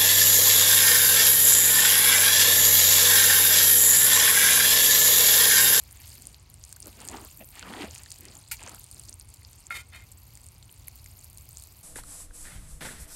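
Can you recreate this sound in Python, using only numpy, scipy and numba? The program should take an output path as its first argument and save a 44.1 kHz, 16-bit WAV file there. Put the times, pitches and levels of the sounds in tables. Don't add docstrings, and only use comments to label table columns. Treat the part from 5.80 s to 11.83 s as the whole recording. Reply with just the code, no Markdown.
import sys
import numpy as np
from scipy import signal
from scipy.fft import rfft, irfft
from scipy.io import wavfile
from scipy.ndimage import uniform_filter1d
from numba import njit

SR = 44100
rng = np.random.default_rng(int(sys.argv[2]) if len(sys.argv) > 2 else 0)


def put_to_file(sound):
    columns = np.atleast_2d(sound).T
    safe = np.clip(columns, -1, 1)
    whole_steps = np.round(safe * 32767)
    wavfile.write(sys.argv[1], SR, whole_steps.astype(np.int16))


def gain_from_decibels(decibels):
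    exponent = np.asarray(decibels, float) / 20
    return 10 ** exponent


N = 265923

# start in seconds, peak in dB, pitch in Hz.
SNAPS = [(.272, -25, 8450), (.422, -17.5, 9100), (.5449, -22, 4150), (.9271, -11, 8600),
         (.9632, -19.5, 7740), (1.0582, -16.5, 7640), (1.204, -19, 7140), (1.287, -5, 6960),
         (1.6889, -19.5, 10600), (1.8268, -17, 4000), (2.0116, -21, 4900), (2.0196, -27, 4550),
         (2.0469, -20, 6600), (2.1505, -14, 8700), (2.2352, -16, 8900), (2.2604, -22, 4340),
         (2.3053, -13.5, 8050), (2.3175, -10.5, 5900), (2.3604, -22, 6550), (2.454, -16.5, 8100),
         (2.8943, -14, 7240), (3.127, -20, 7740), (3.4908, -25, 8700), (3.5402, -17.5, 9900),
         (3.5436, -21, 8400), (3.7317, -21.5, 7850), (4.574, -21, 7900), (5.5834, -20.5, 6670),
         (5.838, -15, 9190), (5.873, -23, 12000)]
# start in seconds, peak in dB, pitch in Hz.
POPS = [(.1108, -25.5, 9250), (.2081, -28, 12160), (.839, -20, 6240), (.8927, -27, 9730),
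        (.966, -25.5, 11460), (1.0706, -19, 11000), (1.0809, -21, 11770), (1.217, -24, 8300),
        (1.2517, -21, 11500), (1.2768, -18, 8800), (1.2982, -21, 7650), (1.4491, -19.5, 11900),
        (1.5746, -20, 13500), (1.7946, -19, 7240), (2.11, -22, 6600), (2.1456, -24, 8100),
        (2.1805, -22.5, 6600), (2.1855, -24.5, 8800), (2.5533, -23.5, 8100), (2.686, -30, 9900),
        (2.7698, -28, 6300), (2.8634, -24, 6210), (3.2863, -25, 5900), (3.2906, -27, 5060),
        (3.9025, -27, 10000), (4.3179, -26, 10700), (5.1568, -20, 14400), (5.2436, -24.5, 10400),
        (5.7713, -18.5, 7300), (5.7987, -24, 8210)]
# start in seconds, peak in dB, pitch in Hz.
PINGS = [(.1274, -26, 11000), (.2782, -28, 11100), (.4705, -19.5, 9100), (.7415, -28.5, 9200),
         (1.003, -23.5, 9600), (1.0228, -26, 8800), (1.0276, -25, 5840), (1.6454, -32, 8100),
         (2.3227, -23, 9100), (2.4085, -25, 12000), (2.8289, -27, 7750), (2.8763, -25, 6230),
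         (2.9467, -24, 10700), (2.9962, -25, 11800), (3.0422, -26, 9400), (3.1136, -22.5, 10000),
         (3.1456, -28, 8900), (3.1966, -23, 8950), (3.2945, -23, 8800), (3.3281, -26.5, 6100),
         (3.3413, -27, 9400), (3.3981, -26, 8800), (3.868, -26, 7440), (4.3229, -30.5, 8700),
         (4.687, -28.5, 8140), (5.0732, -27, 11500), (5.0829, -16.5, 11200), (5.444, -25, 10800),
         (5.5744, -26.5, 9400), (5.7835, -30, 8180)]
# start in seconds, peak in dB, pitch in Hz.
TICKS = [(.0375, -24, 11300), (.122, -29, 9550), (.241, -30, 4470), (.3545, -29, 9510), (.4545, -26, 7300),
         (.7008, -26, 11800), (.8505, -24, 8450), (1.258, -28, 7730), (1.3138, -25, 9980),
         (1.37, -27, 5300), (1.415, -27, 10000), (1.705, -25, 14050), (1.7545, -25.5, 9700),
         (2.1594, -28, 5930), (2.2215, -32, 9500), (2.3866, -24, 10110), (2.485, -27.5, 5130),
         (2.836, -22, 7940), (3.4113, -27, 5300), (3.6493, -26, 4980), (4.5368, -29, 12820),
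         (4.554, -26, 8050), (4.6655, -25.5, 8800), (4.8271, -32, 3970), (4.9265, -24, 11500),
         (5.2611, -27, 7100), (5.5001, -28, 9860), (5.531, -27, 10360), (5.691, -22, 12690),
         (5.824, -23, 9720)]
# time in seconds, boil level in dB, fine spray re boil in dB.
BOIL = [(0.0, -60.5, -4), (.34, -57.5, -2), (.67, -64, -25), (1.01, -59.5, -11), (1.34, -55.5, -11),
        (1.68, -62.5, 6.5), (2.01, -56, -22), (2.68, -59.5, -29), (3.02, -55.5, -23), (3.35, -60.5, -10),
        (3.68, -60, -34), (4.1, -63.5, -15), (4.36, -63, 0), (4.62, -60.5, -4.5), (4.8, -62.5, -9),
        (5.08, -62.5, -7), (5.36, -60, 0), (6.03, -61, 2)]
# frequency in Hz, density in dB per Hz.
FIZZ_TONE = [(1200, -10.5), (2200, -7), (5000, 1), (9000, -2), (16000, -11.5)]
# time in seconds, pressure in dB, swell time in seconds,
# loose stones re pressure in dB, grind re pressure in dB.
STEPS = [(.2, -72, 0.23, 4, 13), (.42, -62.5, 0.22, -15, -5), (1.073, -48, 0.047, -7.5, -11),
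         (1.23, -51, 0.096, -2.5, -2), (1.344, -43.5, 0.091, -2, -6.5), (1.44, -51.5, 0.042, 0, -12),
         (1.613, -45.5, 0.029, -18, -10), (1.782, -59.5, 0.068, 5, 11.5), (1.88, -46.5, 0.098, -1.5, -2.5),
         (1.95, -43, 0.095, -1.8, -4.5), (2.023, -37.5, 0.068, -6, -4), (2.17, -65.5, 0.17, 3.5, 6.5),
         (2.46, -55, 0.12, -9, -3), (2.55, -64.5, 0.096, 3, -7), (2.82, -56, .05, 2.5, 3.5),
         (2.871, -52, 0.068, 0, 1), (2.93, -55, 0.06, 5.5, -7), (3.17, -63, 0.088, -5, -8),
         (3.3, -59.5, 0.043, -12, -11)]
# start in seconds, peak in dB, pitch in Hz.
STONES = [(0.926, -52.5, 1600), (0.968, -48.5, 1560), (1.487, -48, 2700), (1.512, -46.5, 2820),
          (1.607, -44, 2500), (1.612, -41.5, 640), (1.612, -43, 2700), (1.615, -48, 2500),
          (1.622, -46, 2650), (1.78, -42, 1900), (1.811, -38, 2500), (1.828, -35, 1480), (1.833, -38, 2900),
          (1.937, -32, 1900), (1.938, -34, 3300), (2.021, -29.5, 3100), (2.16, -38.5, 2500),
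          (2.262, -44, 1800), (2.794, -39.5, 2550), (2.865, -42.5, 1030), (3.621, -49, 2050),
          (4.573, -52, 2080), (4.894, -43.5, 3030), (5.081, -39, 2210), (5.26, -44.5, 2120)]
# frequency in Hz, density in dB per Hz.
LEAF_TONE = [(500, -36), (700, -25), (900, 6), (1200, -20), (1420, 4.5), (1780, -1.5), (2350, 8.5),
             (3300, -3), (8000, 0.5), (12500, 3), (16000, -6)]
# frequency in Hz, level in dB, 60 dB decay in seconds.
TAP_MODES = [(600, 4.5, 0.12), (770, 4.5, 0.1), (1380, 21, 0.092), (1600, -18, .03), (1800, -27, 0.031),
             (2148, 5.5, 0.23), (3640, -38, .1), (4360, -32, .1)]
# time in seconds, ring level in dB, hiss re ring in dB.
SCRAPE = [
    [(3.906, -43, -7), (3.935, -49.5, -2), (3.962, -42.5, -1.5), (3.99, -49, -2.5), (4.008, -51.5, 5),
     (4.03, -67, -11)],
    [(4.122, -60, -8), (4.135, -49.5, -20), (4.155, -49, -2), (4.185, -56.5, -3), (4.25, -71, -8)],
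]
# frequency in Hz, width in Hz, level in dB.
PAN_RINGS = [(1430, 30, -7), (2140, 30, 0), (2445, 30, -3), (2600, 50, -8), (3150, 40, -10), (3750, 60, -8),
             (4290, 90, -10)]
# frequency in Hz, density in dB per Hz.
SCRAPE_TONE = [(240, -56), (400, -28), (1170, -17), (2120, -1), (2980, -6), (3710, -6), (5500, -37),
               (7150, -47), (12100, -120)]
# frequency in Hz, density in dB per Hz.
NIGHT = [(15, -83), (25, -8.5), (76, 0.5), (118, -4.5), (172, -18), (477, -29), (948, -26.5), (1730, -36),
         (2250, -28.5), (3670, -37), (4480, -37), (5000, -38.5), (6500, -37), (11000, -120)]
# frequency in Hz, gain in dB.
PORT = [(3700, -1), (4550, 4), (5600, -3), (7200, 3), (8050, -.5), (9000, 4), (10400, -5), (11600, 2),
        (12600, 1.5), (14400, -4), (15500, 1.5)]

SNAP_CYCLES, POP_CYCLES, PING_CYCLES = 0.64, 1.2, 2.2
LONE_RE_BOIL_DB, CLUSTER_DB, SEETHE_DB = -2.2, 2.5, 2.2
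RELEASE_PER_SWELL = 1.085
LEAF_S, LEAF_DB, LEAF_ATTACK_S = 2.711, -29, 0.0029
LEAF_SPENT_S, LEAF_BEND = 0.042, 1.4
TAP_S, TAP_DB = 3.9062, -21.5
RUMBLE_DB, AIR_DB = -51.5, -51.5


def unit(x):
    return x / np.sqrt(np.mean(x ** 2))


def colour(x, points):
    hz, db = np.transpose(points)
    f_hz = np.maximum(np.fft.rfftfreq(N, 1 / SR), 1)
    gain = gain_from_decibels(np.interp(np.log(f_hz), np.log(hz), db))
    return unit(irfft(rfft(x) * gain, N))


def band(x, lo_hz, hi_hz):
    edges_hz = [lo_hz, min(hi_hz, .45 * SR)]
    sos = signal.butter(2, edges_hz, "bandpass", fs=SR, output="sos")
    return unit(signal.sosfilt(sos, x))


def curves(tables):
    t, out = np.arange(N) / SR, 0
    for table in tables:
        s, *columns = np.transpose(table)
        inside = (t >= s[0]) & (t < s[-1])
        out = out + inside * np.array([np.interp(t, s, c) for c in columns] + [t * 0 + 1])
    silence_db = 200 * (1 - out[-1])
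    return np.vstack([out[:1] - silence_db, out[1:-1]])


@njit
def grains(s, size, hz, cycles, swell):
    y = np.zeros(N)
    for k in range(len(s)):
        i = int(s[k] * SR)
        p = np.exp((2j * np.pi - 1 / cycles[k]) * hz[k] / SR)
        q = np.exp(-hz[k] / SR / swell)
        z, lack = size[k] * p ** (i + 1 - s[k] * SR), q
        while abs(z) > .003 * abs(size[k]) and i < N - 1:
            i += 1
            y[i] += z.imag * (1 - lack) ** 2
            z *= p
            lack *= q
    return y


def scatter(count, spread_db, lo_hz, hi_hz, cycles):
    u = rng.random((count, 4)).T
    size = gain_from_decibels(-spread_db * np.log(1 - .99 * u[1])) * np.sign(u[3] - .5)
    hz = lo_hz * (hi_hz / lo_hz) ** u[2]
    ring_cycles = cycles * (.3 + 2.8 * abs(u[3] - .5))
    return unit(grains(u[0] * N / SR, size, hz, ring_cycles, .6))


def walk(rate_hz):
    k = int(SR / rate_hz)
    held = np.repeat(rng.standard_normal(N // k + 1), k)
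    return 1.2 * uniform_filter1d(held, k)[:N]


def resonate(x, hz, t60_s):
    p = np.exp(2j * np.pi * hz / SR - np.log(1000) / (t60_s * SR))
    return signal.lfilter([1], [1, -p], x).imag


def yard(near):
    t = np.arange(2000) / SR
    tail = rng.standard_normal(len(t)) * gain_from_decibels(-60 * t / 0.011) * (t > .0011)
    return near + gain_from_decibels(-18.5) * signal.fftconvolve(near, tail)[:N]


def butter():
    kinds = (SNAPS, SNAP_CYCLES), (POPS, POP_CYCLES), (PINGS, PING_CYCLES), (TICKS, POP_CYCLES)
    s, db, hz, cycles = np.transpose([(*row, ring) for table, ring in kinds for row in table])
    sign = np.sign(rng.standard_normal(len(s)))
    pops = grains(s - .00015, sign * gain_from_decibels(db + 3.5), hz, cycles, .5)
    boil_db, spray_db = curves([BOIL])

    small = scatter(count=7000, spread_db=2.5, lo_hz=2500, hi_hz=13000, cycles=2.0)
    hiss = gain_from_decibels(1.5 * walk(25)) * rng.standard_normal(N)
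    spectrum = rfft(small + gain_from_decibels(-7) * hiss)
    white = irfft(spectrum / uniform_filter1d(abs(spectrum), size=9000), N)
    carpet = colour(white, FIZZ_TONE)

    lone = scatter(count=520, spread_db=2.0, lo_hz=7200, hi_hz=12500, cycles=4.0)
    lone = lone * gain_from_decibels(LONE_RE_BOIL_DB + CLUSTER_DB * walk(13))

    mist = scatter(count=3000, spread_db=3.5, lo_hz=10000, hi_hz=16000, cycles=3.0)
    spray = band(mist + gain_from_decibels(-9) * hiss, 10500, 16500)
    fine = gain_from_decibels(SEETHE_DB * walk(18)) * carpet + gain_from_decibels(spray_db + CLUSTER_DB * walk(20)) * spray
    return yard(pops + gain_from_decibels(boil_db) * lone) + gain_from_decibels(boil_db - .2) * fine


def feet():
    s, db, swell_s, stones_db, grind_db = np.transpose(STEPS)[:, :, None]
    late = (np.arange(N) / SR - s) / swell_s
    power = gain_from_decibels(db - 20 * np.maximum(-late, late / RELEASE_PER_SWELL) ** 1.52) ** 2

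    def press(gain_db):
        return np.sqrt((power * gain_from_decibels(gain_db) ** 2).sum(axis=0))

    sole = band(scatter(count=3000, spread_db=-3.0, lo_hz=175, hi_hz=771, cycles=1.6), 205, 880)
    stones = band(scatter(count=5000, spread_db=0.3, lo_hz=618, hi_hz=1850, cycles=1.7), 710, 1690)
    grit = band(scatter(count=8000, spread_db=2.0, lo_hz=1600, hi_hz=3450, cycles=0.65), 1660, 4900)
    dust = gain_from_decibels(-8.5) * band(rng.standard_normal(N), 2800, 10600)
    s, db, hz = np.transpose(STONES)
    knocks = grains(s, gain_from_decibels(db + 4.5), hz, np.full(len(s), 3.0), 0.12)
    return (press(0) * sole + press(stones_db) * stones
            + press(grind_db) * (grit + dust) + knocks)


def leaf():
    clicks = rng.standard_normal(N) * gain_from_decibels(1.5 * walk(900))
    late_s = np.arange(N) / SR - LEAF_S
    attack = np.clip(late_s / LEAF_ATTACK_S, 0, 1) ** 2
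    decay_db = 20 * (np.maximum(late_s, 0) / LEAF_SPENT_S) ** LEAF_BEND
    return attack * gain_from_decibels(LEAF_DB - decay_db) * colour(clicks, LEAF_TONE)


def spatula():
    blow = grains(np.array([TAP_S]), np.array([1.]), np.array([2500.]), np.array([.8]), 0.72)
    tap = sum(gain_from_decibels(db) * resonate(blow, hz, t60_s) for hz, db, t60_s in TAP_MODES)

    ring_db, hiss_db = curves(SCRAPE)
    rough = unit(rng.standard_normal(N) * gain_from_decibels(2.5 * walk(300)))
    modes = 0
    for hz, width_hz, db in PAN_RINGS:
        level = gain_from_decibels(db) * np.sqrt(4 * np.pi * width_hz / SR)
        modes = modes + level * resonate(gain_from_decibels(ring_db) * rough, hz, 2.2 / width_hz)
    slide = gain_from_decibels(1.0) * colour(rough, SCRAPE_TONE) + gain_from_decibels(hiss_db) * band(rough, 4800, 12000)
    return gain_from_decibels(TAP_DB) * tap / abs(tap).max() + modes + gain_from_decibels(ring_db) * slide


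def night():
    air = colour(rng.standard_normal(N), NIGHT)
    swell_db = .6 * walk(6)
    low = signal.sosfiltfilt(signal.butter(2, 170, fs=SR, output="sos"), air)
    return gain_from_decibels(RUMBLE_DB + swell_db) * unit(low) + gain_from_decibels(AIR_DB + 0.09 * walk(2.72)) * (air - low)


def port(x):
    hz, db = np.transpose(PORT)
    log_gain = np.log(gain_from_decibels(np.interp(np.fft.rfftfreq(512, 1 / SR), hz, db)))
    fold = np.r_[1, np.full(255, 2), 1, np.zeros(255)]
    cepstrum = irfft(log_gain) * fold
    return signal.lfilter(irfft(np.exp(rfft(cepstrum))), 1, x)


def scene():
    return (butter() + feet() + leaf() + spatula() + night())[None]


def top_cut(x):
    return signal.sosfilt(signal.butter(12, 17000, fs=SR, output="sos"), x)


def record(dry):
    low_pass = signal.ellip(10, .3, 38, 15850, fs=SR, output="sos")
    high_pass = signal.butter(4, 42, "highpass", fs=SR, output="sos")
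    cut = signal.sosfilt(low_pass, port(dry))
    return top_cut(signal.sosfilt(high_pass, cut))


dry = scene()
out = record(dry)
put_to_file(out)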